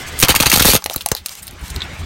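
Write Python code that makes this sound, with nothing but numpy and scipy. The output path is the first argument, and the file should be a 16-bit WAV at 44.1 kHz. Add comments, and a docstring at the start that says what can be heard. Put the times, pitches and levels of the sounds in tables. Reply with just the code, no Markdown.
"""On concrete, close to one microphone: a car tyre rolls slowly over a hollow plastic toy.
Noise under crackling envelopes makes the splits and the crunch; falling sines make the thumps as it caves in.
Flattened pieces snap (short coloured noise) and knock (damped notes with a rasp); loose shards tinkle as sines.
Shaped noise gives the scuffing tread and the engine running low behind, with a faint sine hum.
Short reflections surround the toy, and the loudest cracks overload."""
import sys
import numpy as np
from scipy import signal
from scipy.fft import rfft, irfft, next_fast_len
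from scipy.io import wavfile
from scipy.ndimage import uniform_filter1d, map_coordinates

SR = 44100
rng = np.random.default_rng(int(sys.argv[2]) if len(sys.argv) > 2 else 0)


def inscribe(sig):
    """Save sig as 16-bit PCM at rate SR to the path in sys.argv[1].

    A 1-D sig is mono; a 2-D sig holds one channel per row.
    Samples are clipped to [-1, 1] before scaling.
    """
    pcm = np.round(np.clip(np.atleast_2d(sig).T, -1, 1) * 32767)
    wavfile.write(sys.argv[1], SR, pcm.astype(np.int16))


N = 90405
T = np.arange(SR // 5) / SR  # time axis of one short sound, s

# Rubber scuffing on grit: time_s, level_db (before the flutter)
TREAD_LEVEL = [(0, -35.5), (.04, -40.5), (.06, -44), (.085, -36.5), (.11, -50), (.125, -39), (.145, -40),
               (.165, -35), (.8, -46.5), (1.0, -39), (1.22, -51), (1.33, -34.5), (1.41, -42), (1.48, -45),
               (1.55, -50.5), (1.75, -44), (1.9, -51), (2.05, -47)]
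# Spectrum of the scuff: frequency_hz, level_db
SCUFF_SPECTRUM = [(100, -12), (800, -3), (2300, 0.5), (4200, 1), (5200, 1), (8500, 2), (10500, -5.5),
                  (13000, -2.5), (15500, -11)]
# Time within which splinters drop: first_s, last_s
SPLINTER_SPAN_S = (1.28, 1.76)
# The car behind: time_s, engine_bay_rush_db, exhaust_rumble_db
CAR_LEVELS = [(0, -31.5, -35.5), (.17, -30.5, -32), (.5, -31.5, -35), (.82, -51, -43), (1.05, -47, -47.5),
              (1.22, -48.5, -46), (1.33, -48, -47.5), (1.53, -41.5, -41), (1.66, -38, -31),
              (1.82, -33, -27.5), (2.05, -36, -30.5)]
# Spectrum of the engine-bay rush: frequency_hz, level_db
RUSH_SPECTRUM = [(60, 11), (200, 4.5), (350, 0), (600, 3.5), (1200, 4), (2300, 4), (4000, -2), (5200, -6),
                 (8500, -13.5), (10500, -33.5), (15500, -38)]
# Spectrum of the exhaust rumble: frequency_hz, level_db
RUMBLE_SPECTRUM = [(20, -24), (40, -4), (58, 2), (80, 5.5), (110, -11), (150, -6.5), (230, -16.5),
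                   (400, -18), (1000, -82)]
# Crunch of fragments under the tyre: time_s, level_db
GRIND_LEVEL = [(.17, -55), (.22, -18.5), (.27, -38), (.335, -26.5), (.385, -33), (.45, -26), (.51, -30),
               (.55, -13), (.59, -26), (.64, -21), (.68, -15), (.76, -11), (.785, -37), (.82, -62),
               (.86, -90)]
# Spectrum shared by splits and crunch: frequency_hz, level_db
CRACK_SPECTRUM = [(60, 0), (250, -19), (800, -7.5), (1600, -5), (3500, 0.5), (4400, 0), (5000, -3),
                  (6200, 0.5), (7400, -6), (8800, 0.5), (10400, -6.5), (12000, -0.5), (15500, -8.5)]
# Loose shards ring: start_s, level_db, base_pitch_hz
SHARD_HITS = [(.1895, -20, 8600), (.8415, -24, 10000), (.9615, -19.5, 4000), (1.011, -35, 4150),
              (1.424, -34, 8300), (1.431, -31, 8230), (1.469, -29, 8600), (1.613, -38, 8400),
              (1.701, -30.5, 9270), (1.745, -37, 8300), (1.806, -23, 3780), (1.8193, -16, 3480),
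              (1.8221, -20.5, 3710)]
# Modes of a shard: ratio_to_base_pitch, level_db (before random scatter)
SHARD_RING_MODES = [(1.001, 2.5), (1.079, -2.5), (1.31, -21), (1.6, -32)]
# Single snaps: start_s, level_db, emphasis_hz, t60_s
SNAP_HITS = [(0.1911, -9.5, 8500, 0.012), (0.2003, -4, 13000, 0.015), (0.207, -10, 8600, 0.021),
             (0.2136, -10, 12000, 0.015), (.324, -19, 3000, 0.021), (0.3922, -17, 4000, .025),
             (0.4015, 3, 2410, 0.011), (.823, -26, 3900, 0.011), (0.8413, -15.5, 5760, 0.015),
             (.8525, -26, 13000, .012), (.8607, -8, 2500, .014), (0.862, -14, 12000, 0.014),
             (.8985, -11.5, 3660, 0.0088), (.9095, -24, 9000, .012), (.934, -24, 6000, 0.061),
             (0.94, -15, 14500, 0.014), (0.9611, -8, 12500, 0.02), (0.979, -27, 3800, 0.033),
             (1.009, -23, 3240, 0.057), (1.02, -24, 10900, 0.015), (1.0609, -2.5, 8800, 0.013),
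             (1.0875, -11.5, 7400, 0.013), (1.1165, -2.5, 6800, 0.019), (1.1504, -4.5, 4170, 0.0035),
             (1.166, -25, 3700, 0.11), (1.2609, -16, 4240, 0.014), (1.2602, -14, 8100, 0.032),
             (1.285, -25.5, 3520, 0.016), (1.293, -22, 6300, 0.017), (1.353, -24.5, 6200, 0.016),
             (1.428, -29, 11000, 0.072), (1.469, -28, 13000, .025), (1.479, -24, 4440, 0.031),
             (1.51, -31, 7800, 0.018), (1.681, -28, 6000, 0.012), (1.702, -23.5, 6900, 0.031),
             (1.762, -20.5, 3760, 0.023)]
# Spectrum of a snap before its own emphasis: frequency_hz, level_db
SNAP_SPECTRUM = [(100, -32), (300, -25), (700, -2.5), (1600, -2), (3000, -1), (4000, 1.5), (8000, -3),
                 (10500, -1.5), (15500, 0.5)]
# The shell splits: start_s, hold_s, level_db, treble_tilt_db_per_octave
SHELL_SPLITS = [(0.2253, 0.01, -1, -3.5), (0.2365, 0.0054, -12, -5.5), (0.248, 0.0055, -12, -2),
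                (0.284, 0.018, -6, -.5), (.301, 0.017, -11.5, -3), (0.3505, 0.012, -8.5, -1.5),
                (0.3597, 0.0056, -8, -1), (0.402, 0.0056, -7, -1), (0.4186, 0.0014, -13, -5.5),
                (0.4235, 0.0065, -11.5, -1), (0.4313, 0.0028, -14.5, -1), (0.4578, 0.011, -4, -3),
                (.4822, 0.0018, -23, 0), (0.499, 0.0037, -7, 0.5), (0.517, 0.0017, -4, -0.5),
                (0.5253, 0.017, -8, -1), (0.5595, 0.0025, -7, -0.5), (0.5723, 0.0024, -9.5, -0.5),
                (0.582, 0.0015, -12, 0), (0.595, 0.011, -6.5, -2.5), (0.603, .002, -6, 15),
                (0.6206, .004, -5, 1), (0.6483, 0.003, -8.5, 7), (.653, 0.0039, -4, 1),
                (0.664, 0.0028, -8, -0.5), (0.675, 0.0036, -7, -0.5), (0.683, 0.016, -10, 0.5),
                (.701, 0.0018, -4, 1), (0.7102, 0.0074, -13.5, -1.5), (0.734, 0.0016, -6.5, 1.5),
                (0.742, .001, -11, 5), (0.746, 0.0096, -13, 1), (0.761, 0.0044, -14, -1)]
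# Ringing modes of the hollow shell: pitch_hz, relative_level_db, t60_s
SHELL_MODES = [(890, -14, 0.15), (1160, -2, 0.048), (1395, 10, 0.056), (2147, 3.5, .09), (2250, 5, .08),
               (2720, 12.5, 0.038), (3100, 6, .08), (3270, 3.5, 0.093), (3660, -14, 0.076),
               (3800, 10.5, 0.049), (4250, -14, 0.076), (4640, 12, 0.081)]
# The hollow body caves in: start_s, level_db, pitch_fall_s
CAVE_INS = [(.227, -7, 0.0026), (.288, -5.5, 0.0038), (.305, -5.5, 0.0012), (.358, -16, 0.0029),
            (.401, -5.5, 0.0028), (0.462, -9, 0.00316), (.527, -4.5, .004), (.558, -13.5, .002),
            (0.575, -9.5, 0.0013), (0.595, -22, 0.0014), (.608, -5.5, 0.00093), (.622, -11, 0.0013),
            (.648, -6, 0.0021), (.655, -1, 0.0017), (0.684, -6, 0.001403), (.690, -8, 0.0011),
            (0.734, -7, 0.0022), (0.749, -6.5, .0025), (0.9617, -15, 0.0008), (1.116, -9.5, .0013)]
# Pieces knock on the ground: start_s, level_db, pitch_hz
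GROUND_KNOCKS = [(0.2743, -12, 1260), (.2925, -3.5, 720), (0.344, -8, 1000), (.384, -22, 1015),
                 (0.4014, 0, 398), (0.4336, -0.5, 940), (.516, 0.5, 2150), (.749, -2.5, 500),
                 (.8232, -21, 940), (0.8601, -14, 644), (0.8989, -16, 684), (0.9093, -12, 745),
                 (0.946, -22, 1320), (.9615, -19, 396), (1.061, -8.5, 776), (1.117, -6.5, 970),
                 (1.1181, -10.5, 497), (1.1505, -22, 845)]
# Decay of the reflections around the toy: frequency_hz, t60_s
YARD_DECAY = [(100, 0.056), (1000, 0.13), (5000, 0.09), (15000, 0.044)]

SCUFF_FLUTTER_DB, SCUFF_FLUTTER_PER_S = 5.5, 38
SPLINTER_DB, SPLINTER_HZ, SPLINTER_T60_S = -40, 9500, 0.02  # middle level and pitch, decay
PATCHY_DB, PATCH_BINS, PATCH_FRAMES = 2.8, 3, 7  # rms swing and smoothing of the noise patches
RUMBLE_LUMPS_DB, RUMBLE_LUMPS_PER_S = 6.5, 35
HUM_HZ, HUM_DB = 190, -55
CRACK_T60_S = .0045
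SHARD_T60_S = 0.03
SNAP_PEAK_DB, SNAP_WIDTH_OCT, SNAP_SKIRT_DB_PER_OCT = 6.5, .25, 2.5
SNAP_FRONT_DB, SNAP_FRONT_T60_S = -2, .005
SPLIT_CRACKS_PER_S, SPLIT_RELEASE_T60_S = 800, .028
FRAGMENT_COLOUR_DB, FRAGMENT_KNOT_HZ = 2.5, 584
SHELL_DB = -18.5
FALL_RANGE_HZ, FALL_END_HZ = 2500, 39.2  # the thump starts at their sum
THUMP_T60_S, THUMP_T60_PER_FALL = 0.058, 7.4  # a slower fall rings longer
FALL_ROUGH, FALL_ROUGH_PER_S, FALL_ROUGH_HALF_HZ = .55, 498, 560  # torn at the start, smooth in the bass
KNOCK_T60_S, KNOCK_ATTACK_S = .012, .0003
KNOCK_RASP_DB, KNOCK_RASP_T60_S, KNOCK_WIDTH_OCT = -7, .028, .6
YARD_DB = -13.5
OVERLOAD, TOP_HZ = 0.83, 15800  # ceiling of the recorder (full scale is 1) and its band limit


def amp(db):
    """Decibels to gain."""
    return 10 ** (np.asarray(db) / 20)


def unit(x):
    """Scale to rms 1."""
    return x / np.sqrt(np.mean(x ** 2) + 1e-20)


def along(points, hz):
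    """Read (Hz, value) points on a log frequency axis."""
    point_hz, value = np.transpose(points)
    return np.interp(np.log(hz + 1), np.log(point_hz + 1), value)


def curves(rows):
    """One value per sample for each column after the time."""
    s, *columns = np.transpose(rows)
    return [np.interp(np.arange(N) / SR, s, column) for column in columns]


def noise(colour, size):
    """Noise of rms 1, white noise shaped by the spectrum colour(Hz) in dB."""
    spectrum = rfft(rng.standard_normal(size))
    gain = amp(colour(np.fft.rfftfreq(size, 1 / SR)))
    return unit(irfft(spectrum * gain, size))


def fade(t60, hold=0):
    """Full level while held, then an exponential decay."""
    return amp(-60 * np.maximum(T - hold, 0) / t60)


def add(track, s, sound):
    """Mix a sound in at time s, cut at the end of the track."""
    part = track[max(0, round(s * SR)):][:len(sound)]
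    part += sound[:len(part)]


def wobble(rate, size):
    """A smooth random curve, rate knots a second."""
    knots = rng.standard_normal(SR // 8)
    return map_coordinates(knots, [np.arange(size) * rate / SR], mode="wrap")


def patchy(x):
    """Let narrow bands of a noise swell and sink on their own; rms 1."""
    z = signal.stft(x, nperseg=512)[2]
    field = uniform_filter1d(rng.standard_normal(z.shape), PATCH_BINS, axis=0)
    field = uniform_filter1d(field, PATCH_FRAMES, axis=1)
    return unit(signal.istft(z * amp(PATCHY_DB * unit(field)), nperseg=512)[1][:N])


def tread(count=45):
    """The tread scuffs unevenly over the ground and drops tiny ringing splinters as it leaves the toy."""
    level_db, = curves(TREAD_LEVEL)
    flutter_db = SCUFF_FLUTTER_DB * wobble(SCUFF_FLUTTER_PER_S, N)
    out = amp(level_db + flutter_db) * patchy(noise(lambda hz: along(SCUFF_SPECTRUM, hz), N))
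    starts = rng.uniform(*SPLINTER_SPAN_S, count)
    for s, (size, pitch) in zip(starts, rng.standard_normal((count, 2))):
        hz = SPLINTER_HZ * 2 ** (.4 * pitch)
        level = amp(SPLINTER_DB + 2.7 * size)
        add(out, s, level * np.sin(2 * np.pi * hz * T) * fade(SPLINTER_T60_S))
    return out


def car():
    """Lumpy exhaust rumble, a faint steady hum and the rush of the engine bay."""
    rush_db, rumble_db = curves(CAR_LEVELS)
    rush = amp(rush_db) * patchy(noise(lambda hz: along(RUSH_SPECTRUM, hz), N))
    lumps = amp(RUMBLE_LUMPS_DB * wobble(RUMBLE_LUMPS_PER_S, N))
    rumble = amp(rumble_db) * unit(lumps * noise(lambda hz: along(RUMBLE_SPECTRUM, hz), N))
    hum = amp(HUM_DB) * np.sin(2 * np.pi * HUM_HZ * np.arange(N) / SR)
    return rush + rumble + hum


def crackle(size, rate, scatter_db):
    """Envelope of rms 1: tiny cracks of uneven strength at random moments, summed as power."""
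    strikes = rng.random(size) < rate / SR
    power = strikes * amp(scatter_db * rng.standard_normal(size)) ** 2
    return unit(np.sqrt(np.abs(signal.fftconvolve(power, fade(CRACK_T60_S) ** 2)[:size])))


def grinding():
    """Fragments crunch between rubber and concrete: patchy noise under a dense crackle."""
    level_db, = curves(GRIND_LEVEL)
    grains = crackle(N, rate=500, scatter_db=2.5)
    return amp(level_db) * grains * patchy(noise(lambda hz: along(CRACK_SPECTRUM, hz), N))


def shards():
    """Freed shards land and ring briefly in a few sine modes of slightly random level."""
    out = np.zeros(N)
    for s, db, base_hz in SHARD_HITS:
        ring = np.zeros(len(T))
        for ratio, mode_db in SHARD_RING_MODES:
            ring += amp(mode_db + rng.normal(0, 1.5)) * np.sin(2 * np.pi * base_hz * ratio * T)
        add(out, s, amp(db) * ring * fade(SHARD_T60_S))
    return out


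def snaps():
    """Single brittle breaks: a sharp front, then a short noisy ring emphasised at the pitch of the piece."""
    out = np.zeros(N)
    for s, db, peak_hz, t60 in SNAP_HITS:

        def colour(hz):
            octaves_away = np.abs(np.log2((hz + 1) / peak_hz))
            peak = SNAP_PEAK_DB * np.exp(-.5 * (octaves_away / SNAP_WIDTH_OCT) ** 2)
            return along(SNAP_SPECTRUM, hz) + peak - SNAP_SKIRT_DB_PER_OCT * octaves_away

        ring = fade(t60)
        shape = ring + amp(SNAP_FRONT_DB) * fade(SNAP_FRONT_T60_S)
        shape *= np.linalg.norm(ring) / np.linalg.norm(shape)  # the front adds no energy
        add(out, s, amp(db) * noise(colour, len(T)) * shape)
    return out


def fragment(hz):
    """The random spectral peaks and dips of one piece of plastic, in dB."""
    knots = rng.standard_normal(256)
    return FRAGMENT_COLOUR_DB * map_coordinates(knots, [hz / FRAGMENT_KNOT_HZ], mode="wrap")


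def splits():
    """Each split opens with a crack and runs on as a chain of smaller ones."""
    out = np.zeros(N)
    for s, hold, db, tilt_db in SHELL_SPLITS:

        def colour(hz):
            tilt = tilt_db * np.log2((hz + 500) / 4000)
            return along(CRACK_SPECTRUM, hz) + fragment(hz) + tilt

        hiss = noise(colour, len(T))
        gate = fade(SPLIT_RELEASE_T60_S, hold)
        chain = gate * (crackle(len(T), SPLIT_CRACKS_PER_S, scatter_db=1) + fade(CRACK_T60_S))
        chain *= np.linalg.norm(gate) / np.linalg.norm(chain)  # same energy as the plain gate
        add(out, s, amp(db) * hiss * chain)
    return out


def shell(cracks):
    """The hollow body rings along with its cracks: they excite a bank of damped modes."""
    ring = sum(amp(db) * np.sin(2 * np.pi * hz * T) * fade(t60) for hz, db, t60 in SHELL_MODES)
    return amp(SHELL_DB) * signal.fftconvolve(cracks, ring / np.linalg.norm(ring))[:N]


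def collapses():
    """A wall gives way: a torn thud whose pitch falls to the deep bass."""
    out = np.zeros(N)
    for s, db, fall in CAVE_INS:
        hz = FALL_END_HZ + FALL_RANGE_HZ / (1 + T / fall) ** 2
        rough = FALL_ROUGH * hz / (hz + FALL_ROUGH_HALF_HZ)
        phase_jitter = np.pi * rough * wobble(FALL_ROUGH_PER_S, len(T))
        phase = 2 * np.pi * np.cumsum(hz) / SR + phase_jitter
        swell = (1 - rough) * (1 + 2 * rough * wobble(FALL_ROUGH_PER_S, len(T)))
        decay = fade(THUMP_T60_S + THUMP_T60_PER_FALL * fall)
        add(out, s, amp(db) * swell * np.sin(phase) * decay)
    return out


def knocks():
    """Pieces pinned by the tyre strike the ground: a damped note and a rasp around it."""
    out = np.zeros(N)
    attack = 1 - np.exp(-T / KNOCK_ATTACK_S)
    for s, db, hz in GROUND_KNOCKS:

        def colour(f):
            widths_away = np.log2((f + 1) / hz) / KNOCK_WIDTH_OCT
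            return -30 * np.log10(1 + widths_away ** 2)

        note = np.sin(2 * np.pi * hz * T) * fade(KNOCK_T60_S)
        rasp = amp(KNOCK_RASP_DB) * noise(colour, len(T)) * fade(KNOCK_RASP_T60_S)
        add(out, s, amp(db) * (note + rasp) * attack)
    return out


def yard(toy):
    """Short reflections between ground and car's underside: a noise tail with its own decay per band."""
    hz, t, z = signal.stft(rng.standard_normal(len(T)), SR, nperseg=256)
    decay = amp(-60 * t / along(YARD_DECAY, hz)[:, None])
    tail = signal.istft(z * decay, SR, nperseg=256)[1]
    return amp(YARD_DB) * signal.fftconvolve(toy, tail / np.linalg.norm(tail))[:N]


def scene():
    """The breaking toy in front of the car, the same in both channels."""
    crunch = splits() + grinding()
    toy = crunch + shell(crunch) + snaps() + knocks() + shards() + collapses()
    return np.tile(toy + yard(toy) + tread() + car(), (2, 1))


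def record(dry):
    """The recorder rounds off the highest peaks and keeps nothing above its band limit."""
    clipped = dry / (1 + np.abs(dry / OVERLOAD) ** 6) ** (1 / 6)
    size = next_fast_len(N + len(T))
    in_band = np.fft.rfftfreq(size, 1 / SR) < TOP_HZ
    return irfft(rfft(clipped, size) * in_band, size)[:, :N]


dry = scene()
out = record(dry)
inscribe(out)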